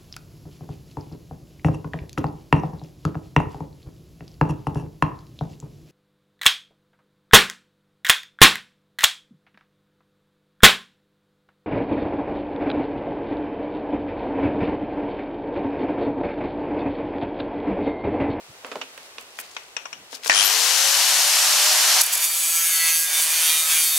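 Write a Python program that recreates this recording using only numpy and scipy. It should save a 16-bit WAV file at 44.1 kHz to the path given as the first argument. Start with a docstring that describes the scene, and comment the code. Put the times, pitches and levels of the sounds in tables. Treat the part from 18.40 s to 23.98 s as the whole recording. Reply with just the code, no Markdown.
"""An angle grinder bites a weld bead on a steel tube: the same slowly wearing grit passes once a turn,
so the rasp is a comb of lines that sags under load, and single lines sing out as chatter.
Before that the tool is picked up with knocks, rubs and ticks, switched on, spins up and is carried to the bead.
Its fan rushes (shaped noise), its gears rattle (resonances swept by the tooth rate), its shaft hums and its
commutator whines (sines). The disc bounces before it settles. Open yard, near microphones."""
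import sys
import numpy as np
from scipy import signal
from scipy.fft import rfft, irfft
from scipy.io import wavfile
from scipy.ndimage import uniform_filter1d, map_coordinates

SR = 44100
rng = np.random.default_rng(int(sys.argv[2]) if len(sys.argv) > 2 else 0)


def to_wav(s):
    """Save 16-bit WAV."""
    ch = np.atleast_2d(s).T  # columns
    pcm = np.round(np.clip(ch, -1, 1) * 32767)  # PCM
    wavfile.write(sys.argv[1], SR, pcm.astype(np.int16))


N = 246059
T = np.arange(N) / SR
GEAR_RATIO = 3.68  # motor turns per disc turn
BITE_S = 3.62  # the disc first touches the weld
# pressure on the bead: t/s, relative rasp level/dB, relative tube level against the rasp/dB
PRESSURE = [(3.79, -29, -3), (3.848, -19, -7.5), (3.878, -24.5, -9.5), (4.148, -19.5, -10),
            (4.452, -21, -8.5), (4.492, -19, -5.5), (4.526, -19, -10.5), (4.64, -20, -14.5),
            (4.68, -25, -7), (4.8, -21, -3), (4.82, -18.5, -8.5), (4.87, -23, -4), (5.098, -19.5, -4),
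            (5.244, -23.5, -7), (5.322, -21, -2), (5.432, -18, -10.5), (5.538, -22, -9.5), (5.58, -18, -10)]


def undb(db):
    """Decibels to gain."""
    return 10 ** (np.asarray(db) / 20)


def unit(x):
    """Scale to rms 1."""
    return x / np.sqrt(np.mean(x ** 2))


def curves(rows):
    """The columns of a table, joined by straight lines in time."""
    s, *columns = np.transpose(rows)
    return [np.interp(T, s, c) for c in columns]


def colour(x, points):
    """Filter by a spectrum of (Hz, dB) points on a logarithmic frequency axis; rms 1."""
    hz, db = np.transpose(sorted(points))
    size = 2 ** 18
    f = np.maximum(np.fft.rfftfreq(size, 1 / SR), 1)
    gain = undb(np.interp(np.log(f), np.log(hz), db))
    return unit(irfft(rfft(x, size) * gain)[..., :N])


def resonate(x, hz, width_hz):
    """One resonance, gain 1 at its centre."""
    b, a = signal.iirpeak(min(hz, SR / 2 - 1), hz / min(width_hz, SR / 4), fs=SR)
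    return signal.lfilter(b, a, x)


def ring(x, modes):
    """A set of (Hz, width Hz, dB) modes, each at its own rms level."""
    return sum(undb(db) * unit(resonate(x, hz, width)) for hz, width, db in modes)


def side_of(x, hz, kind):
    """Low or high part of a sound."""
    return signal.sosfilt(signal.butter(2, hz, kind, fs=SR, output="sos"), x)


def spread(pair, side_db, pan_db=0):
    """Two unrelated sounds as middle and side of one source; pan is left minus right."""
    mid, side = pair[0], undb(side_db) * pair[1]
    return np.array([(mid + side) * undb(pan_db / 2), (mid - side) * undb(-pan_db / 2)])


def noise(side_db, pan_db=0, split_hz=1400):
    """Stereo noise whose long waves reach both microphones nearly alike."""
    mid, side = rng.standard_normal((2, N))
    return spread([mid, side_of(side, split_hz, "high") + 0.26 * side], side_db, pan_db)


def walk(rate):
    """Smooth chance with a spread near 1; the rate is in new values per second."""
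    k = max(int(SR / rate), 1)
    steps = np.repeat(rng.standard_normal(N // k + 1), k)
    return 0.86 * uniform_filter1d(uniform_filter1d(steps, k), k)[:N]


def swell(s, length):
    """A bell of peak 1 whose square is above half for the given length."""
    return 2 ** (-2 * np.minimum(((T - s) / length) ** 2, 20))


def ramp(s, length):
    """Rise from 0 to 1 around a moment."""
    return np.clip((T - s) / length + .5, 0, 1)


def place(x, pan_db):
    """Move a stereo sound left or right; only its short waves are shadowed."""
    shadow_hz = 1050  # longer waves reach both microphones alike
    low = signal.sosfiltfilt(signal.butter(2, shadow_hz, fs=SR, output="sos"), x)
    return low + (x - low) * undb(pan_db * np.array([[1], [-1]]) / 2)


def tool_pan():
    """Left minus right dB of the grinder: lifted from right to left, then carried near the middle."""
    rest_db, held_db, work_db = -4.5, 7.5, 1
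    held = rest_db + (held_db - rest_db) * ramp(1, .7)
    return held + (work_db - held) * ramp(2.64, 0.85)


def yard():
    """Soft outdoor noise that swells once, with a trace of air rumbling on the microphones."""
    # outdoor spectrum: f/Hz, level/dB
    yard_spectrum = [(15, -67), (25, -23), (97, -22), (212, -19.5), (427, -8.5), (775, -8.5), (1230, -11),
                     (1330, -12.5), (1740, -13.5), (2480, -14), (8140, -21), (16000, -30.5)]
    level_db = -47.5 + 2.5 * swell(0.53, 0.42) + 0.27 * walk(17.7)
    background = undb(level_db) * colour(noise(1.6, 0.51), yard_spectrum)
    wind = colour(rng.standard_normal((2, N)), [(20, -5), (100, 10), (400, -27), (3000, -70)])
    return background + undb(-78.0) * wind


def knocks():
    """Each knock is a fast-dying crack with a faint tail; hard ones add treble, soft ones thump the body."""
    # knocks on the tool: t/s, level/dB, hardness 0 gloved bump - 1 sharp click, ring f/Hz, t60/s
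    knock_list = [(.247, -33, 0.41, 1170, 0.0068), (.316, -31.5, 0.39, 1300, 0.066),
                  (.356, -31, .02, 960, 0.017), (.414, -28.5, 0.8, 2630, 0.059),
                  (.577, -39.5, 0.54, 1720, .02), (.783, -33.5, 0.62, 2600, 0.013),
                  (.988, -30.5, 0.72, 1960, 0.0086), (1.166, -28.5, 0.86, 2200, 0.024),
                  (1.366, -25, 1, 2590, .025), (1.455, -31.5, 1, 1160, .04), (1.529, -32, 1, 2800, 0.027),
                  (1.729, -36.5, 0.43, 1350, 0.013), (1.860, -27, 0.62, 840, 0.011),
                  (1.897, -12, .92, 1850, 0.011)]
    # housing modes: f/Hz, width/Hz, level/dB
    housing = [(1460, 180, -7), (2410, 320, 2), (2820, 150, -11), (4220, 170, -21), (4460, 250, -9.5),
               (5440, 370, -21), (6060, 290, -40)]
    # hollow body modes: f/Hz, width/Hz, level/dB
    hollow_body = [(264, 28, -0.5), (472, 77, 2), (654, 78, -4), (910, 90, -10)]
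    soft_thump_db, hard_thump_db = 24.5, -37.5
    soft_treble_db, hard_treble_db = -51, -1
    tail_db, tail_t60_s = -16.5, 0.32
    out = np.zeros((2, N))
    age = T[:SR // 2]
    for s, db, hardness, ring_hz, t60 in knock_list:
        thump_db = soft_thump_db + hardness * (hard_thump_db - soft_thump_db)
        treble_db = soft_treble_db + hardness * (hard_treble_db - soft_treble_db)
        grain = spread(rng.standard_normal((2, len(age))), -0.43)
        decay = undb(-60 * age / t60) + undb(tail_db - 60 * age / tail_t60_s)
        blow = grain * decay
        crack = undb(-2.0) * unit(side_of(side_of(blow, 710, "high"), 2400, "low"))
        rings = undb(-8.5) * ring(blow, housing) + undb(-4) * unit(resonate(blow, ring_hz, 420))
        thump = undb(thump_db) * side_of(ring(blow.mean(0), hollow_body), 300, "high")
        treble = undb(treble_db) * unit(resonate(blow, 5560, 410))
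        # the contact is too soft to reach the top octave
        soften = signal.butter(3, 7000, fs=SR, output="sos")
        hit = signal.sosfilt(soften, crack + rings + thump + treble)
        hit = hit / hit[:, :SR // 100].std(axis=1, keepdims=True)  # level of the first 10 ms
        start = int(s * SR)
        out[:, start:start + len(age)] += hit * undb(db)
    return out


def rubs_and_ticks():
    """Rubs and tiny bright ticks while the tool is handled: short bursts of grainy noise around one pitch."""
    # rubs and ticks: t/s, length/s, level/dB, centre f/Hz
    burst_list = [(0.108, 0.019, -50, 129), (0.266, 0.0018, -38, 9000), (0.269, 0.031, -41.5, 630),
                  (0.372, 0.028, -37, 520), (0.578, .002, -35, 10000), (0.635, 0.045, -54, 5000),
                  (.805, 0.023, -49, 8000), (1.001, 0.015, -32.5, 11000), (1.063, 0.21, -48.5, 4500),
                  (1.594, 0.072, -55.5, 151), (1.749, 0.039, -40.5, 4830), (1.843, .013, -36, 1760),
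                  (1.876, 0.036, -26.5, 5470)]
    out = np.zeros((2, N))
    grainy = side_of(noise(-5) * undb(6 * walk(300)), 18000, "low")
    for s, length, db, hz in burst_list:
        band = [(hz / 8, -50), (hz / 2, -9), (hz, 0), (hz * 2, -9), (hz * 8, -40)]
        out += undb(db) * swell(s, length) * colour(grainy, band)
    return out


def handling():
    """Knocks, rubs and ticks move across the stereo image with the tool in the hands."""
    return place(knocks() + rubs_and_ticks(), tool_pan())


def motor_speed():
    """Armature turns per second: a quick, then creeping run-up, then the speed that the load allows."""
    # disc speed, sagging under load: t/s, turns per second f/Hz
    disc_speed = [(4.008, 169.4), (4.55, 163.6), (5.292, 160.4), (5.58, 158.4)]
    power_on_s, half_speed_after_s = 1.85, .165
    top_speed_hz = 688.4  # approached, never quite reached
    age = np.maximum(T - power_on_s, 1e-4)
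    disc_hz, = curves(disc_speed)
    return np.minimum(top_speed_hz * age / (age + half_speed_after_s), disc_hz * GEAR_RATIO)


def fan_rush(speed, bite, near_db, surge_db):
    """Fan noise through vents and guard; a faster fan is louder, and its finest hiss comes last."""
    # fan noise spectrum: f/Hz, level/dB
    fan_spectrum = [(59, -66), (100, -32.5), (234, -31), (406, -14.5), (608, -9), (721, -14.5), (950, -2.5),
                    (1580, -1), (2170, -3), (2580, -1), (3780, -3.5), (5650, -3), (11900, -7),
                    (13200, -9.5), (16000, -22.5)]
    # modes of the vents and guard: f/Hz, width/Hz, level/dB
    vents = [(736, 63, -13.5), (820, 180, -30.5), (1420, 850, -32), (1835, 160, -31.5), (2960, 140, -25),
             (4370, 640, -21), (5680, 1000, -19.5), (6950, 190, -28.5)]
    octaves = np.log2(speed)
    air = colour(noise(-8.5, split_hz=1600) * undb(0.68 * walk(250)), fan_spectrum)
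    air = air + ring(air, vents)
    low = unit(side_of(air, 7100, "low"))
    high = unit(side_of(air, 4120, "high"))
    # the treble opens with speed, and yields to the surge and the nearness of the tube
    free_treble_db = 4 + 1.5 * octaves - near_db - surge_db
    treble_db = (1 - bite) * free_treble_db - 3 * bite
    rush = undb(-1.28) * low - undb(treble_db) * high
    body = signal.sosfiltfilt(signal.butter(2, 8500, fs=SR, output="sos"), rush)
    return body + undb(9.5 * octaves) * (rush - body)


def shaft_hum(turn, speed, bite):
    """Unbalance of the shaft hums once per motor turn, stronger with speed and weaker under load."""
    level = undb(-18 - 3.7 * bite + 3.8 * walk(15)) * speed ** 0.39 * ramp(2.04, 0.2)
    return level * np.sin(turn + 0.37 * walk(30.2))


def commutator_whine(turn, motor_hz):
    """Commutator bars whine; the tone flares as it sweeps through one resonance."""
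    bars, resonance_hz, width_hz = 32, 12400, 530
    flare = 1 / np.hypot(1, 2 * (bars * motor_hz - resonance_hz) / width_hz)
    return flare * undb(-18.5 + 2.0 * walk(160)) * np.sin(bars * turn + 0.65 * walk(350))


def gear_rattle(motor_hz):
    """Teeth strike unevenly; each gear case mode rings while a harmonic of the tooth rate sweeps past it."""
    # gear case modes: f/Hz, width of each of two filter passes/Hz, level/dB, exciting tooth-rate harmonic
    gear_modes = [(1797, 170, -20, 1), (3120, 400, -23.5, 1), (5730, 1400, -24, 2), (9430, 1500, -24.5, 3)]
    pinion_teeth, reach_octaves = 10, .3
    rattle = noise(-1.5) * undb(1.8 * walk(120))
    out = 0
    for hz, width, db, harmonic in gear_modes:
        octaves_off = np.log2(harmonic * pinion_teeth * motor_hz / hz)
        nearness = 1 / (1 + (octaves_off / reach_octaves) ** 4)
        mode = unit(resonate(resonate(rattle, hz, width), hz, width))
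        out = out + undb(db) * nearness * mode
    return out


def machine(motor_hz):
    """Fan rush, gear rattle, shaft hum and commutator whine; the rush falls back once the disc bites."""
    gears_engage_s = 1.899  # the gears take up their slack
    turn = 2 * np.pi * np.cumsum(motor_hz) / SR
    speed = motor_hz / motor_hz.max()
    bite = ramp(BITE_S, 0.019)
    surge_db = 4.5 * swell(1.963, 0.14)  # extra rush under starting current
    near_db = 2 * swell(3.64, 0.57)  # the rush grows close to the tube
    _, tube_db = curves(PRESSURE)
    free_db = -23.5 + 3.5 * np.log2(speed) + surge_db + near_db
    # under load the rush follows the tube
    loaded_db = -35 + 0.98 * (tube_db - tube_db[T > BITE_S].mean())
    gain = undb((1 - bite) * free_db + bite * loaded_db)
    # the starting current shakes the gears, and the rush and hum, twice in each mains cycle
    shake = 1 + 0.62 * swell(1.85, 0.25) * np.cos(2 * np.pi * 100 * (T - gears_engage_s))
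    air_and_hum = fan_rush(speed, bite, near_db, surge_db) + shaft_hum(turn, speed, bite)
    running = shake * gain * air_and_hum + shake * gear_rattle(motor_hz)
    running = running + commutator_whine(turn, motor_hz)
    return place(ramp(gears_engage_s, 0.0021) * running, tool_pan() * (1 - bite))


def grit(turns, memory, size_db, count=272):
    """Grains round the rim strike once a turn; on each turn wear swaps some of them for new ones."""
    shape = (int(turns[-1]) + 2, count)
    fresh = rng.standard_normal(shape) * undb(size_db * rng.standard_normal(shape))
    broken = rng.random(shape) > memory
    # the turn on which each present grain came to the surface
    born = np.maximum.accumulate(broken * np.arange(shape[0])[:, None], axis=0)
    rim = np.take_along_axis(fresh, born, axis=0)
    return unit(map_coordinates(rim.ravel(), [turns * count], order=3, mode="nearest"))


def chatter_tone(turns, multiple):
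    """The disc skips a whole number of times a turn: one multiple of its speed, fluttering and wavering."""
    wander_turns = 0.0021 * walk(70)
    phase = 2 * np.pi * multiple * (turns + wander_turns) + rng.normal(0, 0.4, (2, 1))
    return unit(undb(3 * walk(55))) * np.sin(phase)


def chatter(turns):
    """A few tones of the skipping disc sing out; more come and go faintly, mostly on the bead's crest."""
    # the loudest chatter tones: t/s, length/s, multiple of the disc speed, level/dB
    loud_tones = [(3.865, 0.21, 27, -32), (4.04, 0.41, 59, -28), (4.152, 0.36, 47, -31),
                  (4.196, 0.19, 8, -40.5), (4.22, 0.4, 39, -28.5), (4.42, 0.11, 26, -32),
                  (4.445, 0.13, 12, -30.5), (4.45, 0.12, 27, -31), (4.468, 0.11, 16, -33.5),
                  (4.469, 0.19, 13, -34.5), (4.516, 0.44, 10, -37.5), (5.0, .32, 15, -36),
                  (5.167, 0.14, 23, -26.5), (5.295, 0.2, 8, -38.5), (5.478, 0.099, 28, -28),
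                  (5.565, 0.15, 23, -30.5)]
    faint = sum(undb(4 * walk(6)) * chatter_tone(turns, k) for k in range(8, 29))
    loud = sum(undb(db) * swell(s, length) * chatter_tone(turns, k) for s, length, k, db in loud_tones)
    faint_db = -52.5 + 4.5 * swell(4.3, 0.16)
    return loud + faint * ramp(3.97, 0.3) * undb(faint_db)


def rim_strikes(turns):
    """Recurring grit and random chips strike the bead, pressed harder by an uneven, wavy disc."""
    angle = 2 * np.pi * turns
    # the contact point wanders on the rim, which blurs the high lines most
    contact = turns + 0.0015 * walk(90)
    grains = spread([grit(contact, memory=.9, size_db=5.0) for _ in range(2)], -9.5, -0.82)
    # chips tear off at random; they rule until the disc has settled
    chips = unit(noise(-10.5) * undb(4.3 * walk(5000)))
    chips_db = 2.06 - 6.04 * ramp(3.96, 0.18) + 2.9 * ramp(3.9, 0.098)
    strikes = grains + undb(chips_db) * chips
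    # the disc is not flat: it presses harder once a turn and on the waves of its rim
    lobes = np.cos(angle) + np.cos(7 * angle) + np.cos(8 * angle)
    return strikes * undb(1.14 * lobes + 0.6 * walk(70))


def grinding(disc_hz):
    """Grit rasps the bead and rings the tube; the colour shifts as the contact slides along the weld."""
    # rasp spectra before and after the slide, then the tube spectrum: f/Hz, level/dB
    early_spectrum = [(2500, -29), (4200, -11), (4600, -2), (5200, -7.5), (6600, -1.5), (7200, -5),
                      (7900, -3), (8500, -2), (10100, -4.5), (11600, -1.5), (12350, 3), (14000, -14.5),
                      (14900, -20), (16000, -4)]
    late_spectrum = [(2500, -32), (4500, 0.5), (5500, -3), (6600, 5), (7400, 1), (8400, 7), (9500, 4),
                     (10800, 8), (11700, -1), (12500, 10.5), (13600, -5), (14400, -11), (15100, -2),
                     (16000, 2)]
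    tube_spectrum = [(500, -40), (1000, -6), (1350, -9.5), (2300, 5), (2800, 0.5), (3600, -2),
                     (4300, -12.5), (6000, -7.5)]
    # modes of the tube and of the disc: f/Hz, width/Hz, level/dB
    tube_modes = [(1330, 210, -16.5), (2376, 20, -15), (3220, 300, -11), (3584, 32, -8), (4555, 120, -11),
                  (5900, 63, -10.5), (13100, 280, -28)]
    disc_modes = [(6800, 180, -16.5), (7880, 210, -13.5), (9170, 200, -11.5), (10080, 260, -7),
                  (12600, 220, -15), (14850, 260, -16.5)]
    # disc bouncing on the bead: t/s, length/s, level/dB
    bounce_list = [(3.615, 0.005, -11.5), (3.638, 0.0067, -23.5), (3.665, 0.0035, -24),
                   (3.735, 0.011, -20.5), (3.753, 0.0054, -23), (3.777, 0.0055, -22.5)]
    turns = np.cumsum(disc_hz * (T > 3.5)) / SR  # counted from just before contact
    rasp_db, tube_db = curves(PRESSURE)
    strikes = rim_strikes(turns)
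    slide = ramp(4.72, 0.3)
    early = undb(-2.0) * colour(strikes, early_spectrum)
    late = undb(0.5) * colour(strikes, late_spectrum)
    # on the crest of the bead the light touch makes the disc itself screech
    screech = undb(-2.5) * ring(strikes, disc_modes)
    rasp = side_of((1 - slide) * (early + screech) + slide * late, 1100, "high")
    tube = side_of(colour(strikes, tube_spectrum) + ring(strikes, tube_modes), 1100, "high")
    # the disc springs back after the first bite
    rebound_db = -5 * swell(3.70, 0.036)
    cut = undb(rasp_db - 0.82) * (undb(rebound_db) * rasp + undb(tube_db - 1.76) * tube)
    bounces = rasp * sum(undb(db) * swell(s, length) for s, length, db in bounce_list)
    return ramp(BITE_S, .01) * (cut + chatter(turns)) + bounces


def scene():
    """One shaft speed drives the motor and, through the bevel gear, the disc."""
    motor_hz = motor_speed()
    return yard() + handling() + machine(motor_hz) + grinding(motor_hz / GEAR_RATIO)


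def record(dry):
    """The recorder clips the highest peaks and cuts the top."""
    top_hz = 15700
    lowpass = signal.ellip(10, .2, 80, top_hz, fs=SR, output="sos")
    return signal.sosfilt(lowpass, np.clip(dry, -.85, .85))


dry = scene()
out = record(dry)
to_wav(out)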